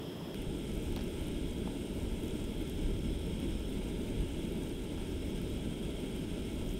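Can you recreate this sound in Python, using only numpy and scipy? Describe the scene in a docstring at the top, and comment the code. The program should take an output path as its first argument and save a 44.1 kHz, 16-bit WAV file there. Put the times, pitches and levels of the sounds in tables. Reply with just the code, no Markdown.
"""A gas camp stove on a picnic table, under a pan of pancake batter. At first the microphone is a step
away: the turbulent flame roars softly, the jet hisses in the burner's resonances and steam bubbles burst
faintly in the batter. A third of a second in, the sound cuts with a click to close by: the sizzle
is louder, a few large bubbles pop, the jet whistles faintly and a breeze buffets the flame into a rumble.
From about one second on, a knife now and then drops banana slices lightly into the pan."""
import sys
import numpy as np
from scipy.fft import rfft, irfft, next_fast_len
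from scipy.io import wavfile
from scipy.ndimage import map_coordinates

SR = 44100
rng = np.random.default_rng(int(sys.argv[2]) if len(sys.argv) > 2 else 0)


def wrap_up_sound(samples):
    """Save the sound to the file named by the first command line argument, as 16-bit audio."""
    columns = np.atleast_2d(samples).T
    # keep every value between -1 and 1, then stretch to whole-number steps
    tamed = np.clip(columns, -1, 1)
    steps = np.round(tamed * 32767).astype(np.int16)
    wavfile.write(sys.argv[1], SR, steps)


N = 299439

# Gusts across the table. Each row: time in seconds, rumble level in dB before its trim.
GUSTS = [(0.36, -49.0), (0.48, -40.5), (0.65, -49.5), (0.93, -35), (1.1, -41.5), (1.6, -40.0), (1.85, -45),
         (2.15, -40.5), (2.75, -42.5), (2.95, -36.5), (3.85, -41.5), (4.15, -38.0), (4.65, -47.5),
         (5.15, -40.0), (6.35, -45.5), (6.62, -37.5), (6.79, -46)]
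# The flame in the wind. Each row: frequency in Hz, relative level in dB.
RUMBLE_SPECTRUM = [(8, -15), (22, -5.5), (43, 0), (60, -4.5), (78, -6), (100, -11), (140, -20), (300, -39),
                   (1000, -88)]
# A brief click where the sound cuts abruptly from far to close, then light knocks of knife and food.
# Each row: start in seconds, thud level in dB, click level in dB before dulling, seconds to fall 60 dB.
CLICK_AND_KNOCKS = [(.3445, -32, -38, .005), (.9628, -38, -32.5, .004), (.9650, -38, -62, .045),
                    (.9730, -54, -47, .03), (.9910, -47, -45, .04), (1.0090, -45, -44, .035),
                    (1.6753, -36.5, -70, .013), (4.9760, -44, -58, .05)]
# The two parts of each of these. Each row: frequency in Hz, relative level in dB.
THUD_SPECTRUM = [(200, -21), (500, 3), (820, 6), (1150, -9), (1500, -2), (1850, -17), (2200, -11),
                 (3000, -25), (6000, -16), (16000, -60)]
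CLICK_SPECTRUM = [(500, -25), (2000, -1), (4200, 6), (7000, -8), (10000, -11), (13000, 1), (16000, -14)]
# The batter's loudest pops. Each row: start in seconds, level in dB.
LARGE_BUBBLES = [(0.4221, -34), (0.776, -33), (1.2152, -36), (1.2711, -33.5), (2.2806, -34.5),
                 (2.6981, -29), (3.4016, -34), (3.5949, -36), (4.2059, -38), (4.5238, -34), (5.4172, -33),
                 (6.1625, -34.5)]
# Flame roar and broad jet hiss, a step away and close. Each row: frequency in Hz, base level in dB per Hz.
FLAME_SPECTRUM_FAR = [(15, -85), (45, -75), (90, -70.5), (170, -66), (250, -68), (360, -66.5), (480, -76),
                      (660, -79), (760, -83), (950, -83), (1300, -92.5), (2500, -115)]
FLAME_SPECTRUM_NEAR = [(15, -95), (70, -70), (130, -68), (165, -62.5), (260, -64), (370, -65.5), (440, -70),
                       (510, -77.5), (590, -77), (660, -81), (720, -91.5), (1100, -106), (2500, -120)]
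JET_SPECTRUM_FAR = [(500, -115), (1500, -93.5), (3700, -93), (4400, -103), (7000, -104.5), (11000, -105),
                    (15500, -106.5)]
JET_SPECTRUM_NEAR = [(500, -115), (1200, -102), (1900, -101), (2500, -91), (3500, -95.5), (4300, -102),
                     (7000, -101.3), (8000, -103.5), (10000, -107), (12500, -107.5), (15500, -112)]
# Resonances of the burner and the gap under the pan at both distances, and two breathy whistles.
# Each row: centre in Hz, width in Hz, base level in dB per Hz.
BURNER_MODES_FAR = [(2770, 250, -94), (3240, 230, -83), (5040, 240, -92.5), (5380, 230, -92.5),
                    (8300, 400, -105), (10700, 360, -104), (12400, 450, -102)]
BURNER_MODES_NEAR = [(862, 183, -84.5), (1353, 133, -89.5), (1583, 220, -91.5), (2198, 270, -89),
                     (2890, 440, -89.5), (3743, 354, -92), (4890, 140, -97), (7450, 250, -104),
                     (8550, 440, -91.5), (9580, 470, -101), (10630, 320, -99), (12550, 450, -109.5)]
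WHISTLE_MODES = [(3270, 244, -83.5), (5310, 204, -95)]
# The whistles swell and fade. Each row: time in seconds, low whistle in dB, high whistle in dB.
# Only the swing about each mean counts, widened by SWELL_DEPTH.
WHISTLE_SWELLS = [(0.36, -59.5, -72.0), (1.0, -60.5, -69), (1.55, -59.5, -72), (2.0, -63, -70),
                  (2.3, -59.5, -72.0), (2.75, -59.5, -70), (3.05, -59, -68.5), (3.6, -59.5, -68.5),
                  (4.05, -61.5, -76), (4.4, -60, -72), (4.85, -60.5, -73.0), (5.35, -60.0, -66.5),
                  (5.65, -60.0, -72.0), (5.95, -58, -72.0), (6.25, -61.0, -68.5), (6.79, -59, -73)]

CUT_S, TOP_HZ = .3445, 15730  # the cut from far to close; the microphone's upper band limit
RUMBLE_TRIM_DB, EDDY_DB, EDDIES_PER_S = 0.5, 1.24, 9
CLICK_CYCLES = 150  # a click's treble rolls off at this many cycles per decay time
FAR_SIZZLE_DB, SETTING_DB_PER_S = -12, 0.44  # fainter a step away; the batter fries less as it sets
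CLUMP_DB, CLUMPS_PER_S = 2.4, 14  # bubbles burst in clumps
FLUTTER_PER_S, ROAR_FLUTTER_DB, HISS_FLUTTER_DB = 14, 0.73, 0.25
ROAR_TRIM_DB, SWELL_DEPTH = -0.3, 1.2


def amp(db):
    """Decibels to gain."""
    return 10 ** (np.asarray(db) / 20)


def unit(x):
    """x at rms 1."""
    return x / np.sqrt(np.mean(x ** 2) + 1e-20)


def shape(points, hz):
    """Gain of (Hz, dB) points joined on a log axis."""
    point_hz, db = np.transpose(points)
    return amp(np.interp(np.log(hz + 1), np.log(point_hz + 1), db))


def curves(rows):
    """One value per sample for each column after the time."""
    times, *columns = np.transpose(rows)
    return [np.interp(np.arange(N) / SR, times, column) for column in columns]


def wobble(rate):
    """A smooth random curve, rate knots a second."""
    knots = rng.standard_normal(int(N * rate / SR) + 4)
    return map_coordinates(knots, [np.arange(N) * rate / SR])


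def filtered(x, response):
    """x through a gain that is a function of frequency."""
    size = next_fast_len(N + SR // 2)
    return irfft(rfft(x, size) * response(np.fft.rfftfreq(size, 1 / SR)), size)[:N]


def resonance(hz, centre, width, db):
    """Gain of one rounded resonance."""
    return amp(db) / (1 + 2 * ((hz - centre) / width) ** 2)


def noise(gain):
    """Gaussian noise whose level per Hz is the given function of frequency."""
    return filtered(rng.standard_normal(N) * np.sqrt(SR / 2), gain)


def rush(spectrum, modes=()):
    """Turbulent noise on a broad spectrum; each resonance adds its own power."""
    def gain(hz):
        mode_power = sum(resonance(hz, *mode) ** 2 for mode in modes)
        return np.sqrt(shape(spectrum, hz) ** 2 + mode_power)
    return noise(gain)


def breeze():
    """Air moving over the table buffets the flame into a low rumble: slow gusts, quick eddies inside."""
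    gust_db, = curves(GUSTS)
    eddy_db = EDDY_DB * wobble(EDDIES_PER_S)
    return amp(gust_db + RUMBLE_TRIM_DB + eddy_db) * unit(rush(RUMBLE_SPECTRUM))


def click_and_knocks():
    """The click at the cut, then knife and food: each a thud with a click on top, duller if longer."""
    thud, click = unit(rush(THUD_SPECTRUM)), unit(rush(CLICK_SPECTRUM))
    out = np.zeros(N)
    t = np.arange(SR // 8) / SR
    for start_s, thud_db, click_db, t60 in CLICK_AND_KNOCKS:
        span = round(start_s * SR) + np.arange(len(t))
        dulled = filtered(click, lambda hz: 1 / np.hypot(1, (hz * t60 / CLICK_CYCLES) ** 2))
        decay = np.exp(-np.log(1000) * t / t60)
        out[span] += (amp(thud_db) * thud[span] + amp(click_db) * dulled[span]) * decay
    return out


def bubbles(start_s, db, hz, decay_cycles):
    """Each bursting bubble is a damped sine that dies within a few cycles."""
    t = np.arange(SR // 400) / SR
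    cycles = np.minimum(hz, TOP_HZ)[:, None] * t
    waves = amp(db)[:, None] * np.sin(2 * np.pi * cycles) * np.exp(-cycles / decay_cycles)
    samples = (start_s[:, None] * SR).astype(int) + np.arange(len(t))
    return np.bincount(samples.ravel(), waves.ravel(), N)[:N]


def sizzle(near, per_second, largest_db, range_db, pitch_hz):
    """Steam bursts at random at the batter's rim: a clumped crackle that slowly eases."""
    when, size_rank, pitch_rank = rng.random((int(per_second * N / SR), 3)).T
    distance_db = FAR_SIZZLE_DB * (1 - near)
    setting_db = SETTING_DB_PER_S * np.arange(N) / SR
    vigour_db = distance_db - setting_db + CLUMP_DB * wobble(CLUMPS_PER_S)
    size_db = largest_db - range_db * np.sqrt(size_rank)  # small bubbles outnumber large ones
    db = size_db + vigour_db[(when * N).astype(int)]
    hz = pitch_hz * 2 ** (.4 - 1.3 * pitch_rank ** 2)  # most are high, a few lower
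    return bubbles(when * N / SR, db, hz, decay_cycles=1.86)


def pops():
    """Close to the pan, a few large bubbles stand out of the crackle."""
    start_s, db = np.transpose(LARGE_BUBBLES)
    return bubbles(start_s, db, hz=np.full(len(start_s), 12000), decay_cycles=1.3)


def whistles(wander_s):
    """The jet sings faintly in two narrow bands of noise, each wavering in pitch and swelling alone."""
    out = np.zeros(N)
    for mode, swell_db in zip(WHISTLE_MODES, curves(WHISTLE_SWELLS)):
        drifting = np.arange(N) + wander_s * SR * wobble(12)  # a drifting delay bends the pitch
        swell = amp(SWELL_DEPTH * (swell_db - swell_db.mean()))
        band = noise(lambda hz: resonance(hz, *mode))
        out += swell * map_coordinates(band, [drifting], mode="mirror")
    return out


def burner_far():
    """From a step away, the turbulent flame and the gas jet are a steady roar and hiss."""
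    return rush(FLAME_SPECTRUM_FAR) + rush(JET_SPECTRUM_FAR, BURNER_MODES_FAR)


def burner_near():
    """Close up, one flutter of the flame moves roar and hiss; each resonance also swells alone."""
    flutter = wobble(FLUTTER_PER_S)
    roar = amp(ROAR_TRIM_DB + ROAR_FLUTTER_DB * flutter) * rush(FLAME_SPECTRUM_NEAR)
    ringing = sum(amp(0.77 * wobble(8)) * noise(lambda hz: resonance(hz, *mode))
                  for mode in BURNER_MODES_NEAR)
    flicker_db = 0.59 * wobble(45)
    hiss = amp(HISS_FLUTTER_DB * flutter + flicker_db) * (rush(JET_SPECTRUM_NEAR) + ringing)
    return roar + hiss + whistles(wander_s=0.000478)


def scene():
    """The stove from a step away gives way to the stove close up within two milliseconds."""
    near, = curves([(CUT_S - .001, 0), (CUT_S + .001, 1)])
    fizz = sizzle(near, per_second=800, largest_db=-41.5, range_db=19, pitch_hz=11300)
    ticks = sizzle(near, per_second=22, largest_db=-39.3, range_db=3, pitch_hz=12200)
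    stove = (1 - near) * burner_far() + near * (burner_near() + breeze())
    return (stove + fizz + ticks + pops() + click_and_knocks())[None]


def record(dry):
    """One microphone, passing nothing above its band limit."""
    return filtered(dry[0], lambda hz: hz < TOP_HZ)[None]


dry = scene()
out = record(dry)
wrap_up_sound(out)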